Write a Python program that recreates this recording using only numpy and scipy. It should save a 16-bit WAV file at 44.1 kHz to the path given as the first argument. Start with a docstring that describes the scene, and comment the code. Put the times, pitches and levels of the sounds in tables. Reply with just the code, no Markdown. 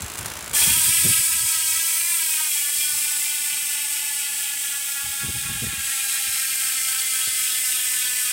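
"""Freehub coasting in a repair stand.

A small workshop, one microphone close to the wheel of a hanging bicycle. The chain rattles over the
sprockets for half a second, then the cranks stop and the freehub buzzes: three staggered pawls snap
over the ratchet teeth as the wheel slowly loses speed. The microphone moves round the wheel, whose
draught buffets it; one soft knock comes near the end."""
import sys
import numpy as np
from scipy import signal
from scipy.fft import rfft, irfft, next_fast_len
from scipy.io import wavfile
from scipy.ndimage import uniform_filter1d

SR = 44100
rng = np.random.default_rng(int(sys.argv[2]) if len(sys.argv) > 2 else 0)


def transcribe(signal):
    """Save signal, clipped to [-1, 1], as a 16-bit WAV file at the path in sys.argv[1]."""
    frames = np.atleast_2d(signal).T
    limited = np.clip(frames, -1, 1)
    pcm = np.round(limited * 32767).astype(np.int16)
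    wavfile.write(sys.argv[1], SR, pcm)


N = 366912
T = np.arange(N) / SR
TEETH, PAWLS = 68, 3
COAST_S = .533  # the cranks stop

# the buzz as the microphone moves round the wheel (t/s, relative click level/dB, relative shell level/dB)
BUZZ_LEVELS = [(0.55, -21, -36), (0.61, -17.5, -26.5), (0.76, -19, -30), (1.15, -18.5, -29),
               (1.3, -21.5, -33.5), (2.4, -22.5, -32.5), (2.75, -23, -35.5), (2.81, -22, -33.5),
               (3.46, -25, -33.5), (4.83, -27, -36), (5.74, -29, -34), (5.95, -24.5, -32.5),
               (7.46, -23, -32.5), (8.28, -23.5, -32.5)]


def freehub():
    """Pawl strikes click, shake the hub and frame, and keep the steel parts ringing."""
    # ratchet speed: uneven while the cassette still creeps, then a slow run-down (t/s, tooth rate/Hz)
    speed = [(0.62, 293.4), (0.68, 295), (0.74, 323.8), (0.83, 317.2), (0.94, 334.0), (1.07, 320.8),
             (1.21, 330), (1.7, 320.2), (1.83, 330.3), (1.96, 327), (2.08, 344.3), (2.36, 310.4),
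             (2.42, 313.4), (2.61, 286), (2.81, 298.4), (2.95, 298.0), (8.11, 251.3), (8.24, 250.3)]
    coasted = np.maximum(T - COAST_S, 0)
    # the freehub body shakes from the jolt of letting go, then from the slack chain (rms, in teeth)
    jolt = 0.0825 * np.exp(-coasted / 0.086)
    slack = 0.021 * np.exp(-coasted / 1.6)
    shake = (0.015 + jolt + slack) * noise([(3, -10.5), (12, -0.5), (35, 0.5), (90, -24), (300, -94)])
    teeth_passed = np.cumsum(curves(speed)[0]) / SR + shake
    pawls = [pawl(teeth_passed, index=k) for k in range(PAWLS)]
    buzz = pawl_clicks(pawls, teeth_passed) + hub_and_frame(pawls, teeth_passed)
    buzz += ringing_steel(pawls) + whine(teeth_passed)
    return buzz * np.clip(coasted / 0.019, 0, 1)


def pawl(teeth_passed, index, wobble=.035, tooth_error=.004, jitter=.011, scatter_db=1.3, tooth_db=.8):
    """One pawl drops off every tooth; the off-centre ring makes it early and late once a turn."""
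    tooth = np.arange(int(teeth_passed[-1]) - 1)
    late, force = rng.standard_normal((len(tooth), 2)).T
    cut, height = rng.standard_normal((TEETH, 2))[tooth % TEETH].T  # each tooth has its own shape
    angle = 2 * np.pi * (tooth / TEETH + index / PAWLS)
    drop = tooth + index / PAWLS + wobble * np.sin(angle) + tooth_error * cut + jitter * late
    times = np.interp(drop, teeth_passed, T)
    return impulses(times, undb(scatter_db * force + tooth_db * height) * (times > COAST_S))


def pawl_clicks(pawls, teeth_passed):
    """Each pawl reaches the microphone by its own path: a short crack, a metallic tail, then the room."""
    # colour of the pawl's own click (f/Hz, level/dB)
    click_colour = [(2500, -58), (4000, -14), (4550, -20), (4900, -11), (5300, -8.5), (5900, -12),
                    (7000, -8.5), (7900, -2), (8900, -1), (9450, -7), (11000, -7.5), (11900, -11.5),
                    (13800, -12.5), (15000, -11), (15800, -11.5)]
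    click_db, _ = curves(BUZZ_LEVELS)
    cracks = sum(paths(p, [(.005, -4.5), (.03, 0), (.25, 1)]) for p in pawls)
    clicks = steady(colour(cracks, click_colour), 0.25) * undb(click_db + 0.35)
    return clicks * once_a_turn(teeth_passed, depth_db=0.61, at_turn=0.85)


def hub_and_frame(pawls, teeth_passed):
    """The strikes travel through the wheel and sound the resonances of hub shell and frame."""
    # small parts radiate low notes poorly (f/Hz, gain/dB)
    radiation = [(300, -46), (600, -4.5), (1050, 2), (1400, 14), (4500, -1), (5500, -24), (8000, -15)]
    # resonances of the hub shell and of the frame (f/Hz, width/Hz, level/dB)
    shell_peaks = [(2076, 245, -2.5), (2390, 113, 1.5), (2498, 113, 0.5), (2697, 120, -3),
                   (2874, 220, -0.5), (3267, 390, 3.5), (3580, 83, -1), (3770, 76, -3.5), (3814, 39, 5.5),
                   (4670, 380, 5.5)]
    frame_peaks = [(1290, 220, -5.5), (1610, 80, -1.5), (1739, 38, 11)]
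    # spectrum of the flicker that breaks the hub's notes into short pings (f/Hz, level/dB)
    flicker = [(8, -22), (25, -3), (55, 0), (150, -43), (400, -84)]
    # the frame's low notes at the microphone (t/s, level/dB)
    frame_level = [(0.55, -36.5), (1.61, -42), (4.34, -42), (5.87, -39), (7.32, -40), (8.07, -36),
                   (8.2, -36.5)]
    strikes = sum(through_wheel(p, teeth_passed, [(.012, -0.064), (.2, -0.066)]) for p in pawls)
    thrum = colour(strikes, radiation)
    _, shell_db = curves(BUZZ_LEVELS)
    flicker_db = 1.18 * noise(flicker)
    shell = steady(colour(thrum, resonances(shell_peaks)), 0.19) * undb(shell_db + 1 + flicker_db)
    frame = steady(colour(thrum, resonances(frame_peaks)), 0.33) * undb(curves(frame_level)[0])
    return (shell + frame) * once_a_turn(teeth_passed, depth_db=0.79, at_turn=0.16)


def ringing_steel(pawls):
    """Ratchet and sprockets ring on after each strike."""
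    # modes of the ratchet and of the sprockets (f/Hz, level/dB, t60/s)
    ratchet_modes = [(3290, -5, .025), (4515, -9, .04), (6250, -8, .02), (9718, 2, .03), (10620, -1, .014),
                     (12235, -1, .025)]
    sprocket_modes = [(13155, -5, .05), (14145, 0, .035), (14358, -.5, .08)]
    # the sprockets' ring, strongest with the microphone beside the cassette (t/s, relative level/dB)
    sprocket_level = [(0.6, -32), (0.7, -30), (4.92, -39), (5.56, -47), (6.16, -39), (8.25, -38)]
    click_db, _ = curves(BUZZ_LEVELS)
    ratchet_db = -31 + 1.7 * (click_db + 22)  # fades faster than the clicks
    sprocket_db = curves(sprocket_level)[0] - 0.5
    strikes = paths(sum(pawls), [(.02, 0)])
    ratchet = steady(ring(strikes, modes(ratchet_modes)), 0.24) * undb(ratchet_db)
    sprockets = steady(ring(strikes, modes(sprocket_modes)), .3) * undb(sprocket_db)
    return ratchet + sprockets


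def whine(teeth_passed):
    """The three pawls in turn add up to one fluttering tone at three times the tooth rate."""
    # the tone at the microphone (t/s, relative level/dB)
    whine_level = [(0.6, -47), (0.7, -45), (1.91, -55.5), (2.42, -43.5), (2.57, -48.5), (4.96, -51),
                   (5.02, -47.5), (8.2, -62)]
    flutter_db = 4.05 * noise([(5, -15.5), (14, 2), (30, -2), (90, -63), (300, -101)])
    tone = np.sqrt(2) * np.sin(2 * np.pi * PAWLS * teeth_passed)
    return tone * undb(curves(whine_level)[0] - 4 + flutter_db)


def through_wheel(x, teeth_passed, clouds, spin=0.77):
    """The wheel radiates in lobes that turn with it, so each harmonic swells at its own angle."""
    angle = 2 * np.pi * teeth_passed / TEETH
    lobes = [1] + [spin * wave(k * angle) for k in (1, 3) for wave in (np.cos, np.sin)]
    return sum(paths(x * lobe, clouds, count=8) for lobe in lobes)


def once_a_turn(teeth_passed, depth_db, at_turn):
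    """Gain that swells once per wheel turn."""
    return undb(depth_db * np.cos(2 * np.pi * (teeth_passed / TEETH - at_turn)))


def chain(link_hz=52.9, rise_hz_per_s=9.2):
    """Rollers tick onto the sprockets, faster as the cranks speed up, until the cranks stop."""
    # the chain clanks on the cogs, and snaps as the drive lets go (t/s, relative level/dB)
    clank_hits = [(0.0204, -14.5), (0.1473, -24), (0.181, -17), (0.1882, -15.5), (0.259, -12), (0.368, -20),
                  (0.5327, -14), (0.537, -11), (0.545, -18)]
    # the chain's bright ticks, and the derailleur cage's dull clatter under a clank (f/Hz, level/dB)
    tick_colour = [(300, -12), (1200, -8), (3000, -1), (5000, -1.5), (7500, 6), (9200, 1.5), (10600, 5),
                   (12000, -5), (14500, 1), (15800, -4)]
    cage_colour = [(300, -24), (650, -8), (950, 4), (1700, 1), (3000, -22), (8000, -50)]
    links_passed = np.cumsum(link_hz + rise_hz_per_s * T) / SR
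    links = np.arange(np.interp(COAST_S, T, links_passed) - 1)
    seat_s = .006 + np.interp(links, links_passed, T)
    rollers = impulses(seat_s, undb(-20 + 0.8 * rng.standard_normal(len(seat_s))))
    clank_s, clank_db = np.transpose(clank_hits)
    clanks = impulses(clank_s, undb(clank_db))
    cage = undb(11) * colour(paths(clanks, [(.08, 0)], count=64), cage_colour)
    ticks = paths(rollers + clanks, [(.02, 1), (.2, -5.5)], count=64)
    return undb(10) * colour(ticks, tick_colour) + cage


def chain_rumble(stroke_s=0.28, stop_s=0.72, runout_s=0.044):
    """Chain and jockey wheels rumble, swell mid-stroke and run out after the cranks stop."""
    # colour of the rolling parts (f/Hz, level/dB)
    rolling = [(150, -4.5), (500, -3), (1500, -2), (3000, -5.5), (6000, -12.5), (10000, -12), (15000, -23)]
    running = np.clip((stop_s - T) / runout_s, 0, 1)
    stroke_db = 2.5 * np.exp(-.5 * ((T - stroke_s) / 0.038) ** 2)
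    rattle_db = 2.1 * noise([(8, -31), (30, 0), (70, -3), (200, -37), (500, -80)])
    return noise(rolling) * undb(-37.5 + stroke_db + rattle_db) * running


def draught():
    """Air dragged round by the tyre flutters on the microphone; single eddies reach higher in pitch."""
    # the microphone dips into the draught (t/s, length/s, level/dB)
    gusts = [(0.025, 0.023, -36), (0.09, 0.52, -48), (0.206, 0.05, -45), (0.63, 0.583, -43),
             (1.29, 0.18, -48), (1.55, 0.24, -56), (2.72, 0.326, -59), (5.045, 0.07, -50),
             (5.219, 0.49, -41.5), (5.768, 0.08, -47.5), (6.25, 0.1, -61)]
    # single eddies hit it (t/s, level/dB, width/s)
    eddy_hits = [(0.677, -27.5, 0.0063), (0.777, -37, 0.013), (1.059, -24, 0.012), (1.101, -30, 0.012),
                 (5.244, -30.5, 0.0076), (5.293, -32.5, 0.0097), (5.357, -43, 0.0066), (5.511, -33, 0.013),
                 (5.559, -39, 0.0038), (5.636, -28, 0.011), (5.67, -33, 0.0061), (5.733, -34.5, 0.0049)]
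    # spectra of the flow, of its uneven puffing and of an eddy (f/Hz, level/dB)
    flow_colour = [(25, -39), (45, -4), (70, 6.5), (130, 0), (220, -8.5), (400, -20.5), (800, -43),
                   (3000, -87)]
    puffs = [(2, -20), (6, -1), (12, -2), (40, -40), (200, -90)]
    eddy_colour = [(40, -38), (90, 5.5), (170, 7.5), (300, -3.5), (500, -10), (800, -25.5), (1500, -51),
                   (4000, -90)]
    stir = undb(-77.5 + 2 * T)  # grows as the microphone comes round behind the tyre
    strength = stir + sum(undb(db) * gust(s, length) for s, length, db in gusts)
    flow = steady(noise(flow_colour), 0.28) * strength * undb(3 * noise(puffs))
    eddies = sum(undb(db) * np.exp(-.5 * ((T - s) / width) ** 2) for s, db, width in eddy_hits)
    return flow + eddies * steady(noise(eddy_colour), 0.028)


def gust(start, length, attack_s=.02, release_s=0.016):
    """Attack, hold and release of one spell of moving air."""
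    rise = np.clip((T - start) / attack_s + 1, 0, 1)
    return rise * np.exp(-np.maximum(T - start - length, 0) / release_s)


def knock(at_s=7.275, thud_db=-32):
    """One soft, dull bump with a short boom."""
    # colour of the bump (f/Hz, level/dB)
    thud_colour = [(30, -40), (60, -10), (95, -1), (160, -7), (350, -15), (700, -17), (1500, -46),
                   (4000, -70)]
    # low boom after it (f/Hz, level/dB, t60/s)
    boom_modes = [(75.2, -54, .16), (125, -56, .12)]
    blow = impulses([at_s], np.ones(1))
    thud = colour(blow, thud_colour)
    return thud / np.max(np.abs(thud)) * undb(thud_db) + ring(blow, modes(boom_modes))


def room_tone():
    """The workshop's faint, steady background."""
    # colour of the quiet room (f/Hz, level/dB)
    room_colour = [(25, -33), (70, -7), (130, -3.5), (260, 3.5), (450, -4), (900, -1.5), (4000, -25)]
    return undb(-56.5) * noise(room_colour)


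def paths(x, clouds, count=16):
    """Clouds of reflections (t60/s, level/dB) that crossfade as the microphone moves in count steps."""
    hop = N // count + 1
    out = np.zeros(N + SR)
    for k in range(count + 1):
        a, b = max((k - 1) * hop, 0), min((k + 1) * hop, N)
        share = np.cos(np.pi / 2 * (np.arange(a, b) / hop - k))
        response = sum(undb(db) * tail(t60) for t60, db in clouds)
        heard = signal.fftconvolve(x[a:b] * share, response)
        out[a:a + len(heard)] += heard
    return out[:N]


def tail(t60):
    """A dense decaying cloud of reflections with unit energy."""
    cloud = rng.standard_normal(SR // 2) * fade(t60)
    return cloud / np.linalg.norm(cloud)


def fade(t60):
    """Exponential decay, half a second long."""
    return np.exp(-np.log(1000) * T[:SR // 2] / t60)


def modes(rows):
    """Impulse response of modes (f/Hz, level/dB, t60/s)."""
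    t = T[:SR // 2]
    return sum(undb(db) / np.sqrt(t60) * fade(t60) * np.sin(2 * np.pi * hz * t) for hz, db, t60 in rows)


def ring(x, response):
    """Play x through an impulse response."""
    return signal.fftconvolve(x, response)[:N]


def resonances(rows):
    """Response (f/Hz, gain/dB) of overlapping resonances (f/Hz, width/Hz, level/dB)."""
    f = np.geomspace(100, 16000, 900)
    power = sum(undb(db) ** 2 / (1 + ((f / hz - hz / f) * hz / width) ** 2) for hz, width, db in rows)
    return np.column_stack([f, 10 * np.log10(power)])


def impulses(times, sizes, order=8):
    """Band-limited impulses placed between samples."""
    at = np.asarray(times)[:, None] * SR
    taps = np.floor(at).astype(int) + np.arange(1 - order, order + 1)
    shape = np.sinc(taps - at) * np.sinc((taps - at) / order)
    return np.bincount(np.clip(taps, 0, N).ravel(), (sizes[:, None] * shape).ravel(), N + 1)[:N]


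def colour(x, points):
    """Causal filter with a response (f/Hz, gain/dB), built from its cepstrum."""
    hz, db = np.transpose(points)
    size = next_fast_len(2 * N)
    size += size % 2
    f = np.maximum(np.arange(size // 2 + 1) * SR / size, 1)
    cepstrum = irfft(np.interp(np.log(f), np.log(hz), db) * np.log(10) / 20)
    cepstrum[1:size // 2] *= 2
    cepstrum[size // 2 + 1:] = 0
    return irfft(rfft(x, size) * np.exp(rfft(cepstrum)))[:N]


def noise(points):
    """Noise with a spectrum (f/Hz, level/dB), scaled to an rms of 1."""
    x = colour(rng.standard_normal(N), points)
    return x / np.sqrt(np.mean(x ** 2))


def steady(x, span):
    """Scale to a running rms of 1 over span seconds."""
    size = int(span * SR)
    power = uniform_filter1d(uniform_filter1d(x ** 2, size), size // 2)
    return x / np.sqrt(np.abs(power) + 1e-3 * np.mean(x ** 2))


def curves(rows):
    """The columns after t/s as one value per sample."""
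    s, *columns = np.transpose(rows)
    return [np.interp(T, s, c) for c in columns]


def undb(db):
    """Decibels to gain."""
    return 10 ** (np.asarray(db) / 20)


def scene():
    """Bicycle and workshop at one microphone, the same in both channels."""
    mid = freehub() + chain() + chain_rumble() + draught() + knock() + room_tone()
    return np.array([mid, mid])


def record(dry):
    """The microphone cuts the rumble below 42 Hz and the top above 15.8 kHz."""
    dry = signal.sosfilt(signal.butter(3, 42, "highpass", fs=SR, output="sos"), dry)
    return signal.sosfilt(signal.ellip(12, .1, 80, 15800, fs=SR, output="sos"), dry)


dry = scene()
out = record(dry)
transcribe(out)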